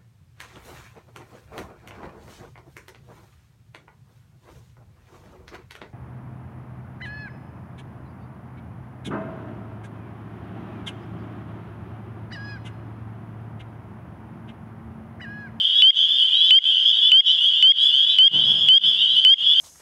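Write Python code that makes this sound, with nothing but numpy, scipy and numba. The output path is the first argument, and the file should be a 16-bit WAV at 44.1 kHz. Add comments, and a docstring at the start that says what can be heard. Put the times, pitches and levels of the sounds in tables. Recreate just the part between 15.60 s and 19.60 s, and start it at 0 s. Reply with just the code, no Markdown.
"""Spring peepers at night

A spring peeper on a branch, close to the microphone, gives seven rising whistled peeps: a larynx tone
whose second harmonic the vocal sac picks out. Neighbours peep a few metres off, over a dense far chorus,
the echo of the trees and the night air; a low rumble swells and fades late on. Each close peep
overloads the recorder's limiter, which ducks everything else for a moment. Mono."""
import sys
import numpy as np
from scipy import signal
from scipy.fft import rfft, irfft, next_fast_len
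from scipy.io import wavfile
from scipy.ndimage import minimum_filter1d, map_coordinates
from numba import njit

SR = 44100
rng = np.random.default_rng(int(sys.argv[2]) if len(sys.argv) > 2 else 0)


def unload_audio(sound):
    """Save the sound as a 16-bit wav file, at the path given as the first command line argument."""
    columns = np.transpose(np.atleast_2d(sound))
    # keep every value between -1 and 1, then stretch to whole-number steps
    steps = np.round(np.clip(columns, -1, 1) * 32767)
    wavfile.write(sys.argv[1], SR, steps.astype(np.int16))


N = 176400

# Levels in the tables are relative. A peep's pitch is that of its loud second harmonic.
# the close frog's peeps: start_s, length_s, level_db, closing_ring_db
CLOSE_PEEPS = [(0.2206, 0.087, -4.5, -13), (.9075, .081, -3, -10.5), (1.5175, 0.09, -4.5, -14),
               (2.0253, 0.096, -6.5, -15.5), (2.586, 0.0954, -4.5, -20), (3.0858, 0.0964, -4.5, -23.5),
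               (3.649, 0.093, -2, -12.5)]
# the close frog's harmonics, from the fundamental up: level_db
CLOSE_HARMONICS = [-37.5, 1.5, -29, -40, -48, -53, -64]
# peeps a few metres off: start_s, length_s, start_pitch_hz, rise_hz, level_db, seventh_harmonic_lift_db
NEIGHBOUR_PEEPS = [(0.0, 0.11, 3480.0, 157, -46, 9), (0.0, 0.11, 2920.0, 196, -39, 2),
                   (0.086, 0.091, 2913, 161, -26.5, 21), (0.129, 0.036, 3660, 206, -32.5, 0.0),
                   (0.143, 0.083, 3233, 235.3, -15, -2), (0.164, 0.063, 3640, 203, -25, 2),
                   (0.325, 0.064, 3574, 155, -33, 6), (0.347, 0.12, 2963, 234.7, -19.5, 6),
                   (0.371, 0.1, 3214, 157.2, -20, -1), (0.469, 0.11, 3356, 231, -20, 15),
                   (0.546, 0.1, 3144.0, 150.7, -19.5, -5), (0.572, 0.09, 2900.0, 193, -22, 21),
                   (0.612, 0.058, 2900, 228, -14.5, 3), (0.68, 0.19, 2397, 308, -43, -3),
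                   (0.717, 0.091, 3105, 191.6, -17.5, -4), (0.736, 0.078, 3713, 211, -24.5, 0.0),
                   (0.796, 0.077, 3255, 231, -12.5, -4), (0.8, 0.17, 2994, 193.5, -18, 1),
                   (0.861, 0.06, 3728.0, 206, -31, -1), (1.04, 0.13, 2538, 233, -39, 0.5),
                   (1.041, 0.093, 3031.0, 193.5, -17.5, -2), (1.045, 0.077, 3375, 153, -24.5, -5),
                   (1.101, 0.09, 2927.0, 192, -20, 18), (1.141, 0.11, 2922, 242.4, -20, 0.0),
                   (1.247, 0.071, 3175, 109.4, -15, -2.5), (1.245, 0.078, 3295, 239.5, -17.5, -2),
                   (1.33, 0.064, 3600, 137, -27, 2), (1.327, 0.08, 2977, 192.2, -19.5, 0.0),
                   (1.404, 0.099, 3276, 232.5, -14.0, -0.5), (1.412, 0.11, 2916.0, 233, -17.5, -1),
                   (1.655, 0.074, 3684, 196, -28, -5), (1.655, 0.079, 3057, 150.0, -16, -7),
                   (1.66, 0.11, 3284, 220.8, -25.5, 1), (1.672, 0.079, 2890, 229.8, -15.5, 1.5),
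                   (1.797, 0.082, 2890, 188.5, -20.5, 21), (1.815, 0.095, 3113, 232, -18.5, -2.5),
                   (1.92, 0.11, 3450, 182.3, -29, 1.5), (2.174, 0.074, 3715, 216.6, -34.5, 7),
                   (2.18, 0.13, 3200, 228.8, -17.5, 0.5), (2.205, 0.08, 3240, 233, -16, -9),
                   (2.327, 0.073, 3025.0, 193, -15.5, 3), (2.33, 0.09, 2917.0, 188, -22, 19.5),
                   (2.372, 0.093, 3207, 109.8, -16, -7), (2.446, 0.08, 3690, 131.6, -36, 0.0),
                   (2.46, 0.095, 3363, 193.3, -19.5, -2.5), (2.47, 0.11, 2470, 111, -44, -1),
                   (2.487, 0.055, 3746, 176, -24.5, 0.0), (2.735, 0.08, 2976, 191, -16, -3),
                   (2.805, 0.056, 2912, 182, -21, 0.5), (2.799, 0.068, 3650, 210.0, -33.5, -5),
                   (2.838, 0.1, 3160, 241, -16.0, 1.5), (2.858, 0.093, 2958, 195, -23, 22.5),
                   (2.898, 0.11, 3128, 223.4, -22.5, 0.5), (3.004, 0.11, 3195.0, 188.3, -19, -1),
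                   (3.221, 0.11, 3002, 193, -20, -7), (3.247, 0.07, 3293, 157.6, -14, 5),
                   (3.373, 0.064, 3580, 177, -24.5, -6), (3.408, 0.064, 3004.0, 193, -14.5, 4),
                   (3.464, 0.099, 3746, 197, -33, 0.0), (3.49, 0.1, 3117.0, 190.0, -21.5, -4.5),
                   (3.55, 0.058, 2870, 230.0, -17.5, -1.5), (3.547, 0.069, 2913, 190.4, -25.5, 28),
                   (3.551, 0.11, 3000, 190.8, -20.0, -7.5), (3.855, 0.094, 3245, 229.4, -12.5, -5),
                   (3.95, 0.07, 3038, 179.6, -15, -8)]
# harmonics of the neighbours and the chorus, from the fundamental up: level_db
DISTANT_HARMONICS = [-38, 2.5, -30, -38.5, -45.5, -49.5, -56]
# the farthest frogs, blurred into one band: frequency_hz, density_db
HAZE_SPECTRUM = [(1000, -93.5), (2200, -47.5), (2550, -26.5), (2750, -14.5), (2950, -1), (3200, 2.5),
                 (3450, -3.5), (3650, -10.5), (3850, -25), (4100, -41.5), (6000, -88.5)]
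# the low rumble: frequency_hz, density_db
RUMBLE_SPECTRUM = [(20, -50.5), (50, -25.5), (80, -7), (160, 1.5), (260, -7), (500, -14.5), (1000, -16.5),
                   (2000, -27), (5000, -43), (12000, -74.5)]
# the night air: frequency_hz, density_db
AIR_SPECTRUM = [(20, -13.5), (60, -10.5), (130, -6.5), (220, -6.5), (400, -11.5), (1000, -10.5), (2200, -5),
                (4200, -3.5), (4800, -10), (8000, -24.5), (12000, -32.5)]


def close_frog(snap_db=-6, shut_db=2.5):
    """The frog at the microphone: its larynx snaps open, whistles, and shuts with a short low ring."""
    out = np.zeros(N)
    for start_s, length_s, level_db, closing_db in CLOSE_PEEPS:
        add(out, start_s, amp(level_db) * close_peep(length_s))
        add(out, start_s, amp(level_db + snap_db) * ring(hz=2690, t60_s=0.013))
        add(out, start_s + length_s - 0.002, amp(closing_db + shut_db) * ring(hz=2120, t60_s=0.019))
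    return out


def close_peep(length_s, start_hz=3011.5, rise_hz_per_s=3450, settle_s=0.014):
    """One peep from close up: a bright click, and a whistle that holds its pitch, then climbs."""
    attack_s, swell_s, release_s = 0.0022, 0.041, 0.007
    t = np.arange(int((length_s + release_s / 2) * SR)) / SR
    jitter_hz = 4 * wobble(t, 220)
    pitch_hz = start_hz + rise_hz_per_s * (t - settle_s * np.tanh(t / settle_s)) + jitter_hz
    shimmer_db = 0.2 * wobble(t, 120)
    swell_db = 9 - 7.5 * (1 - np.clip(t / swell_s, 0, 1)) ** 2 + shimmer_db
    gate = ramp(t / attack_s) * ramp((t[-1] - t) / release_s)
    # all harmonics but the second waver; from the fourth up they bloom in mid-peep
    dull_db = 10.5 * (2 * t / length_s - 1) ** 2
    harmonics_db = [db + (k != 2) * 1.2 * wobble(t, 32) - (k >= 4) * dull_db
                    for k, db in enumerate(CLOSE_HARMONICS, 1)]
    return click(t) + amp(swell_db) * gate * whistle(pitch_hz, harmonics_db)


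def whistle(pitch_hz, harmonics_db):
    """A larynx tone whose second harmonic, at pitch_hz, is picked out by the vocal sac."""
    phase = np.pi * np.cumsum(pitch_hz) / SR + rng.uniform(0, 2 * np.pi)
    return sum(amp(db) * np.sin(k * phase) for k, db in enumerate(harmonics_db, 1))


def click(t, band_hz=(2000, 6000), level_db=-20, t60_s=0.013):
    """The bright tick of noise at the front of a close peep."""
    band = signal.butter(2, band_hz, "band", fs=SR, output="sos")
    hiss = signal.sosfilt(band, rng.standard_normal(SR // 2)[:len(t)])
    return amp(level_db - 60 * t / t60_s) * unit(hiss)


def ring(hz, t60_s, rise_s=0.00062):
    """A resonance briefly struck as the larynx opens or shuts."""
    t = np.arange(SR // 20) / SR
    return ramp(t / rise_s) * amp(-60 * t / t60_s) * np.sin(2 * np.pi * hz * t)


def neighbours(trim_db=-1.5):
    """Frogs a few metres from the microphone, the louder peeps standing out of the chorus."""
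    out = np.zeros(N)
    for start_s, length_s, start_hz, rise_hz, level_db, lift_db in NEIGHBOUR_PEEPS:
        harmonics_db = distant_timbre(scatter_db=4.5)
        harmonics_db[-1] += lift_db
        add(out, start_s, amp(level_db + trim_db) * distant_peep(length_s, start_hz, rise_hz, harmonics_db))
    return out


def far_chorus(peeps_per_s=120, peep_s=0.11, centre_hz=3073, spread_hz=160, rise_hz=209.56, level_db=-21):
    """Dozens of far frogs, overlapping at random pitches."""
    out = np.zeros(N)
    for slot in range(int(peeps_per_s * (N / SR + peep_s))):
        late, detune, stretch = rng.uniform(-0.9, 1, size=3)
        gain = amp(2.5 * rng.standard_normal())
        harmonics_db = distant_timbre(scatter_db=5)
        start_hz = centre_hz + spread_hz * (np.sqrt(3) * detune + 0.35 * rng.standard_normal())
        peep = distant_peep(peep_s * (1 + 0.25 * stretch), start_hz, rise_hz, harmonics_db)
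        add(out, (slot + late) / peeps_per_s - peep_s, gain * peep)
    return amp(level_db) * unit(out)


def distant_timbre(scatter_db):
    """Harmonic levels for one distant peep, all but the second varied at random."""
    return [db + (k != 2) * scatter_db * rng.standard_normal()
            for k, db in enumerate(DISTANT_HARMONICS, 1)]


def distant_peep(length_s, start_hz, rise_hz, harmonics_db, edge=0.19, bend=1.3):
    """A peep from farther off: soft-edged, its climb levelling out at the end."""
    progress = np.linspace(0, 1, int(length_s * SR))
    pitch_hz = start_hz + rise_hz * (1 - (1 - progress) ** bend)
    return ramp(progress / edge) * ramp((1 - progress) / edge) * whistle(pitch_hz, harmonics_db)


def tree_echo(x, t60_s=0.32, build_s=0.028, level_db=-12):
    """The diffuse echo that the trees send back to the microphone."""
    t = np.arange(SR // 2) / SR
    tail = rng.standard_normal(len(t)) * amp(-60 * t / t60_s) * ramp(t / build_s)
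    return amp(level_db) * signal.fftconvolve(x, tail / np.linalg.norm(tail))[:N]


def rumble(start_s=2.67, rise_s=0.12, level_db=-33.5, fade_db_per_s=25.5, lumps_db=2):
    """A low rumble that rises quickly and dies away in lumps."""
    t = np.maximum(np.arange(N) / SR - start_s, 0)
    fade_db = level_db - fade_db_per_s * t + lumps_db * wobble(t, 17)
    return ramp(t / rise_s) * amp(fade_db) * noise(RUMBLE_SPECTRUM)


def night_bed(haze_db=-27, air_db=-47.5):
    """The steady background: a haze of the farthest frogs, and the night air."""
    return amp(haze_db) * noise(HAZE_SPECTRUM) + amp(air_db) * noise(AIR_SPECTRUM)


def amp(db):
    """Decibels to gain."""
    return 10 ** (np.asarray(db) / 20)


def unit(x):
    """Scale to rms 1."""
    return x / np.sqrt(np.mean(x ** 2) + 1e-20)


def ramp(u):
    """A smooth step from 0 to 1."""
    return np.sin(np.pi / 2 * np.clip(u, 0, 1)) ** 2


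def add(track, start_s, sound):
    """Mix a sound into the track at start_s."""
    offset = int(round(start_s * SR))
    first, end = max(offset, 0), min(offset + len(sound), N)
    if end > first:
        track[first:end] += sound[first - offset:end - offset]


def wobble(t, knots_per_s):
    """A smooth random curve."""
    return map_coordinates(rng.standard_normal(size=64), [t * knots_per_s], mode="mirror")


def filtered(x, response):
    """Filter x by a gain given as a function of frequency."""
    size = next_fast_len(N + SR // 2)
    return irfft(rfft(x, size) * response(np.fft.rfftfreq(size, 1 / SR)), size)[:N]


def noise(spectrum):
    """Noise of rms 1, coloured by rows of frequency_hz, density_db."""
    knots_hz, db = np.transpose(spectrum)
    white = rng.standard_normal(N)
    return unit(filtered(white, lambda hz: amp(np.interp(np.log(hz + 1), np.log(knots_hz), db))))


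@njit
def gain_reduction(over_db, attack_s, hold_s, release_db_per_s):
    """The limiter's cut in dB: it follows an overload quickly, holds, then lets go at a steady rate."""
    out = np.zeros(len(over_db))
    cut_db, hold_samples = 0., 0.
    for i, excess_db in enumerate(over_db):
        if excess_db > cut_db:
            cut_db += (excess_db - cut_db) / (attack_s * SR)
        if excess_db > cut_db - 1 and excess_db > 0:
            hold_samples = hold_s * SR * min(cut_db / 12, 1.)  # shallow cuts are held less long
        elif hold_samples > 0:
            hold_samples -= 1
        else:
            cut_db = max(cut_db - release_db_per_s / SR, 0.)
        out[i] = cut_db
    return out


def limiter(x, threshold_db=-7.6, step_db=0.4):
    """The recorder's limiter ducks the whole mix, stepping its gain at zero crossings."""
    peak = -minimum_filter1d(-np.abs(x), size=9)
    over_db = 20 * np.log10(peak + 1e-9) - threshold_db
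    cut_db = gain_reduction(over_db, attack_s=0.0011, hold_s=0.022, release_db_per_s=350)
    last_crossing = np.maximum.accumulate(np.arange(N) * (x * np.roll(x, 1) < 0))
    return x * amp(-step_db * np.round(cut_db[last_crossing] / step_db))


def scene(close_echo_db=-22):
    """At the microphone: the close frog almost dry, the others in their echo, the background behind."""
    frog = close_frog()
    others = neighbours() + far_chorus()
    background = night_bed() + rumble()
    echo = tree_echo(others + amp(close_echo_db) * frog)
    return (frog + others + echo + background)[None]


def record(dry, clip_db=-1.5, top_hz=12100):
    """The recorder: a limiter, soft clipping of its overshoot, and a steep treble cut-off."""
    limited = limiter(dry[0])
    clipped = limited / (1 + (limited / amp(clip_db)) ** 8) ** (1 / 8)
    return filtered(clipped, lambda hz: 1 / (1 + (hz / top_hz) ** 120))[None]


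dry = scene()
out = record(dry)
unload_audio(out)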